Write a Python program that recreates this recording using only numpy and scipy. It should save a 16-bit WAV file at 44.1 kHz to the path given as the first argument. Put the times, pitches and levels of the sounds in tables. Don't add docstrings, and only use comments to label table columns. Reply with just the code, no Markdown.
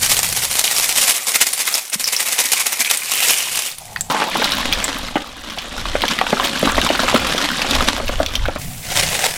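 import sys
import numpy as np
from scipy import signal
from scipy.fft import rfft, irfft, next_fast_len
from scipy.io import wavfile
from scipy.ndimage import map_coordinates

SR = 44100
rng = np.random.default_rng(int(sys.argv[2]) if len(sys.argv) > 2 else 0)


def log_audio(samples):
    frames = np.atleast_2d(samples).T
    limited = np.clip(frames, -1, 1)
    pcm = np.round(limited * 32767).astype(np.int16)
    wavfile.write(sys.argv[1], SR, pcm)


N = 413216


def amp(db):
    return 10 ** (np.asarray(db) / 20)


def unit(x):
    return x / np.sqrt(np.mean(x ** 2) + 1e-20)


def along(points, hz):
    point_hz, value = np.transpose(points)
    return np.interp(np.log(hz + 1), np.log(point_hz + 1), value)


def curve(rows):
    return np.interp(np.arange(N) / SR, *np.transpose(rows))


def wobble(knots_per_s):
    knots = rng.standard_normal(N // 200)
    return map_coordinates(knots, [np.arange(N) * knots_per_s / SR])


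def filtered(x, response):
    m = next_fast_len(N + SR // 2)
    return irfft(rfft(x, m) * response(np.fft.rfftfreq(m, 1 / SR)), m)[:N]


def coloured(x, points):
    return unit(filtered(x, lambda hz: amp(along(points, hz))))


def noise_decay(t60_s):
    return amp(-60 * np.arange(SR // 20) / SR / t60_s)


def by_view(near, far, last):
    # (start [s], end [s])
    far_view = (4.099, 8.585)
    t = np.arange(N) / SR
    return np.select([t < far_view[0], t < far_view[1]], [near, far], last)


def sizes(luck, spread_db):
    return amp(np.minimum(-spread_db * np.log(1 - luck), 16))


def rings(start_s, hz, gain, cycles, size):
    hz = np.clip(hz, 100, SR / 2.5).reshape(-1, 1)
    turns = np.arange(size) / SR * hz
    decay = amp(-60 * turns / np.reshape(cycles, (-1, 1)))
    contact = 1 - np.exp(-turns / 0.42)
    wave = np.sin(2 * np.pi * turns) * decay * contact
    at = np.round(start_s * SR).astype(int).reshape(-1, 1) + np.arange(size)
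    return np.bincount(at.ravel(), (gain.reshape(-1, 1) * wave).ravel(), N + SR)[:N]


def grains(count, low_hz, high_hz, cycles, spread_db, size):
    when, pitch, luck = rng.random((count, 3)).T
    hz = low_hz * (high_hz / low_hz) ** pitch
    return unit(rings(when * N / SR, hz, hz * sizes(luck, spread_db), cycles, size))


def ticks(count, spread_db, t60_s):
    when, luck = rng.random((count, 2)).T
    blows = np.bincount((when * N).astype(int), sizes(luck, spread_db), N)
    return unit(signal.fftconvolve(blows, noise_decay(t60_s))[:N])


def scattered(x, t60_s, db):
    size = SR // 8
    tails = amp(-60 * np.arange(size) / SR / t60_s) * rng.standard_normal((8, size))
    tails = tails / np.linalg.norm(tails[0])
    active = np.arange(N) // (SR // 16) % len(tails) == np.arange(len(tails))[:, None]
    smear = signal.fftconvolve(x * active, tails, axes=1)[:, :N].sum(axis=0)
    return x + amp(db) * smear


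def treble_hiss():
    hiss = unit(filtered(rng.standard_normal(N), lambda hz: hz ** 6 / (hz ** 6 + 7000 ** 6) / hz.clip(1)))
    return by_view(0, 0, amp(-36.5) * hiss)


def wind():
    # (time [s], level [dB])
    buffeting = [(0, -29.5), (.6, -39.5), (1.4, -61), (3.4, -54), (4.3, -42), (4.75, -23.5), (5.1, -37),
                 (5.5, -41), (5.9, -25), (6.2, -39), (7, -27), (7.5, -38), (7.8, -23.5), (8.1, -22),
                 (8.5, -25.5), (9, -30), (9.37, -44)]
    # (frequency [Hz], level [dB])
    rumble_near = [(15, 6), (40, -1.5), (100, 5), (160, 2), (250, -7), (550, -48), (1000, -120)]
    rumble_far = [(15, 2), (35, 3), (60, -3), (110, -9), (220, -39), (450, -49), (1000, -120)]
    noise = amp(3.5 * wobble(knots_per_s=9)) * rng.standard_normal(N)
    near, far = coloured(noise, rumble_near), coloured(noise, rumble_far)
    return amp(curve(buffeting)) * by_view(near, far, near)


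def pour_power():
    # (time [s], level [dB])
    flow = [(0, -24.5), (.45, -23.5), (1.0, -20.5), (1.25, -25), (1.78, -23), (1.9, -36), (2.2, -22.5),
            (3.03, -25), (3.3, -13), (3.46, -23.5), (3.66, -21), (3.77, -37.5), (4.098, -41.5),
            (4.1, -19.5), (4.28, -22.5), (4.43, -18.5), (4.85, -24), (5.3, -34.5), (5.9, -26.5),
            (6.8, -20.5), (7.8, -21), (8.0, -26.5), (8.78, -36), (8.97, -22), (9.25, -19.5), (9.37, -28.5)]
    # (time [s], level [dB])
    surges = [(0.038, -13), (0.115, -12), (0.175, -17.5), (0.242, -20), (0.305, -24.5), (0.373, -17),
              (0.43, -19), (0.515, -18), (0.588, -17.5), (0.653, -16.5), (0.715, -16.5), (0.772, -14),
              (0.833, -17), (0.901, -16), (0.975, -13.5), (1.029, -12.5), (1.093, -11.5), (1.161, -17.5),
              (1.285, -14), (1.354, -13), (1.418, -8.5), (1.471, -15.5), (1.607, -18), (1.674, -15),
              (1.784, -22), (1.935, -15.5), (2.005, -19.5), (2.077, -22), (2.135, -13.5), (2.204, -15.5),
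              (2.262, -18.5), (2.328, -21), (2.394, -14), (2.458, -15), (2.53, -15), (2.575, -17),
              (2.605, -14.5), (2.666, -15.5), (2.731, -19), (2.807, -11.5), (2.864, -16.5), (2.906, -17),
              (2.94, -17), (3.117, -19), (3.181, -27), (3.235, -19.5), (3.304, -16), (4.79, -20),
              (6.112, -15.5), (6.451, -12.5), (6.845, -15.5), (7.27, -19.5), (7.42, -17), (7.716, -17),
              (7.745, -15.5), (7.88, -15.5), (8.921, -19), (8.962, -16.5), (8.987, -16), (9.032, -16),
              (9.151, -19.5), (9.254, -15.5)]
    # (time [s], length factor [1])
    full_bucket = [(1.1, 1.92), (1.4, 1.13)]
    rise_s, fall_s = 0.0074, .011
    t = np.arange(N) / SR
    power = amp(2 * curve(flow))
    for s, db in surges:
        at = slice(max(round((s - .15) * SR), 0), round((s + .25) * SR))
        length = np.interp(s, *np.transpose(full_bucket))
        u = (t[at] - s) / np.where(t[at] < s, rise_s, fall_s) / length
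        power[at] += amp(2 * db) * np.exp(-u ** 2)
    return power


def grit_stream():
    # (frequency [Hz], level [dB])
    near_colour = [(59, -54), (100, -17), (202, -9), (330, -8.5), (742, 0.5), (1630, -3), (2020, 1.5),
                   (5050, 2), (9580, 2.5), (15000, -5), (16300, -43)]
    far_colour = [(59, -50), (100, -8), (160, -1.5), (267, 0), (408, -11), (539, -3.5), (711, -5),
                  (1190, -4), (2150, -9), (3300, -5), (12600, -26.5), (16300, -45)]
    last_colour = [(88, -59), (150, -15.5), (298, -12), (693, -2), (1200, -10), (2040, -3.5), (8540, -9),
                   (16300, -23)]
    fine = grains(count=16000, low_hz=1500, high_hz=16500, cycles=12, spread_db=3.5, size=200)
    coarse = grains(count=3500, low_hz=199.0, high_hz=2520, cycles=19.0, spread_db=5.0, size=640)
    dust = rng.standard_normal(N)
    clumps = amp(1.53 * wobble(knots_per_s=40))
    strikes = ticks(count=1400, spread_db=2.5, t60_s=0.016) * rng.standard_normal(N)
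    near = clumps * (fine + 0.29 * coarse + 1.55 * dust + 1.71 * strikes)
    far = clumps * (fine + 0.46 * coarse + 1.15 * dust + 1.49 * strikes)
    return by_view(coloured(near, near_colour), coloured(far, far_colour), coloured(near, last_colour))


def narrow_band_rings():
    # (time [s], lowest pitch until the next row [Hz], level over the grit, interpolated [dB])
    band = [(0, 2100, -40), (1.3, 2090, -19), (3.05, 2610, -6.5), (3.8, 710, -7.5), (4.1, 840, -5.5),
            (4.3, 3280, -7), (8.585, 624, -20)]
    row_s, row_hz, row_db = np.transpose(band)
    when, pitch, luck = rng.random((5000, 3)).T
    start_s = when * N / SR
    hz = row_hz[np.searchsorted(row_s, start_s) - 1] * (0.976 + .22 * pitch)
    ringing = unit(rings(start_s, hz, sizes(luck, spread_db=2.5), cycles=12.6, size=400))
    return amp(curve(np.c_[row_s, row_db])) * ringing


def grit():
    chips = amp(-18.5) * grains(count=700, low_hz=3460, high_hz=14800, cycles=7, spread_db=2.0, size=150)
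    return np.sqrt(pour_power()) * (chips + grit_stream() + narrow_band_rings())


def thumps():
    # (time [s], level [dB], pitch [Hz])
    soft_lumps = [(1.957, -14.5, 190), (5.158, 1.5, 287), (6.651, 1, 260), (6.669, 1, 246),
                  (6.834, -5, 270), (7.15, 7, 232), (8.097, -16, 230)]
    s, db, hz = np.transpose(soft_lumps)
    return rings(s, hz, amp(db), cycles=5.2, size=2500)


def clacks():
    # (time [s], level [dB], ring pitch [Hz])
    lumps = [(0.644, -6, 3740), (0.678, -7.5, 2900), (0.765, -8, 5160), (1.344, -10, 2080),
             (1.358, -4, 2150), (1.467, -11, 7200), (1.534, -6, 9300), (1.677, -6, 2120),
             (1.741, -4.5, 5250), (1.899, -17.5, 9000), (2.042, -6, 5340), (2.057, -12, 5100),
             (2.076, -7, 5240), (2.165, -4.5, 5240), (2.383, -15, 3000), (2.847, -9, 3360),
             (2.9, -10, 3760), (2.973, -8.5, 8700), (3.715, -18, 4470), (3.784, -18.5, 9300),
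             (3.961, -9.5, 1880), (4.009, -8.5, 7640), (4.101, -9, 1000), (4.146, -8, 830),
             (4.22, -4.5, 890), (4.355, -5.5, 830), (4.418, -3.5, 880), (4.443, -3, 3980),
             (4.52, -6.5, 3940), (4.726, 0.5, 3310), (4.842, -6, 7440), (5.083, -16, 2090),
             (5.156, -4.5, 804), (5.168, -5.5, 800), (5.22, -27, 2500), (5.499, -18, 3270),
             (5.575, -16, 706), (5.585, -12, 3300), (5.623, -22, 2530), (5.855, -11, 1160),
             (5.953, -3, 560), (6.019, -5.5, 3180), (6.037, -3, 905), (6.081, -5, 3270),
             (6.188, -6.5, 1900), (6.213, -1, 1146), (6.266, -8, 1500), (6.328, 0.5, 573),
             (6.37, -10, 1300), (6.398, -2.5, 1086), (6.444, -17, 3000), (6.629, -2, 553),
             (6.674, -2, 1160), (6.696, -6, 1000), (6.721, -10.5, 1260), (6.78, 0, 643), (6.815, -6, 3770),
             (6.864, -6, 1030), (6.89, -7.5, 2900), (6.902, -2.5, 630), (6.951, -7, 1410),
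             (6.993, -2.5, 1320), (7.033, -9, 626), (7.065, -12, 1410), (7.081, -3.5, 1290),
             (7.127, -7, 970), (7.142, -2, 557), (7.16, -1.5, 1220), (7.252, -12, 1030), (7.347, -10, 619),
             (7.38, -8.5, 3420), (7.618, -5.5, 2540), (7.646, -7.5, 800), (7.71, -6.5, 3600),
             (7.807, -4.5, 1260), (7.979, -13, 645), (8.0, -8, 636), (8.08, -13.5, 2690),
             (8.093, -7.5, 584), (8.201, -2.5, 660), (8.262, -7.5, 3440), (8.354, -4.5, 3150),
             (8.455, -9.5, 1470), (8.485, -6.5, 565), (8.56, -10, 590)]
    s, db, hz = np.transpose(lumps)
    ring = rings(s, hz, amp(db), 8 + 11 * hz / 1000, size=1500)

    wait, pitch = rng.random((len(s), 2, 14)).transpose(1, 0, 2)
    late_s = .012 * wait ** 2
    spread_octaves = np.clip(3.8 - 0.685 * hz / 1000, .3, 4)[:, None]
    touch_hz = hz[:, None] * 2 ** (spread_octaves * (pitch - .4))
    touch_gain = amp(db[:, None] - 6.5 - 330 * late_s)
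    chatter = rings(s[:, None] + late_s, touch_hz, touch_gain, 5 + 6 * touch_hz / 1000, size=800)

    crack_db = -13 + 6.5 * np.log2(hz / 1000)
    blows = np.bincount(np.round(s * SR).astype(int), amp(db + crack_db), N)
    burst = signal.fftconvolve(blows, amp(-7.5) * noise_decay(t60_s=0.02))[:N]
    crack = filtered(burst * rng.standard_normal(N), lambda f: f / (f + 1500) / (1 + (f / 9000) ** 2) ** .5)
    return ring + chatter + crack


def scene():
    rubble = scattered(grit(), t60_s=0.073, db=-10) + scattered(clacks() + thumps(), t60_s=0.21, db=-11)
    rubble = filtered(rubble, lambda hz: hz ** 4 / (hz ** 4 + 110 ** 4))
    return (rubble + wind() + treble_hiss())[None]


def record(dry):
    top_hz = 16450
    held = dry[0] / (1 + np.abs(dry[0] / .9) ** 6) ** (1 / 6)
    return filtered(held, lambda hz: hz < top_hz)[None]


dry = scene()
out = record(dry)
log_audio(out)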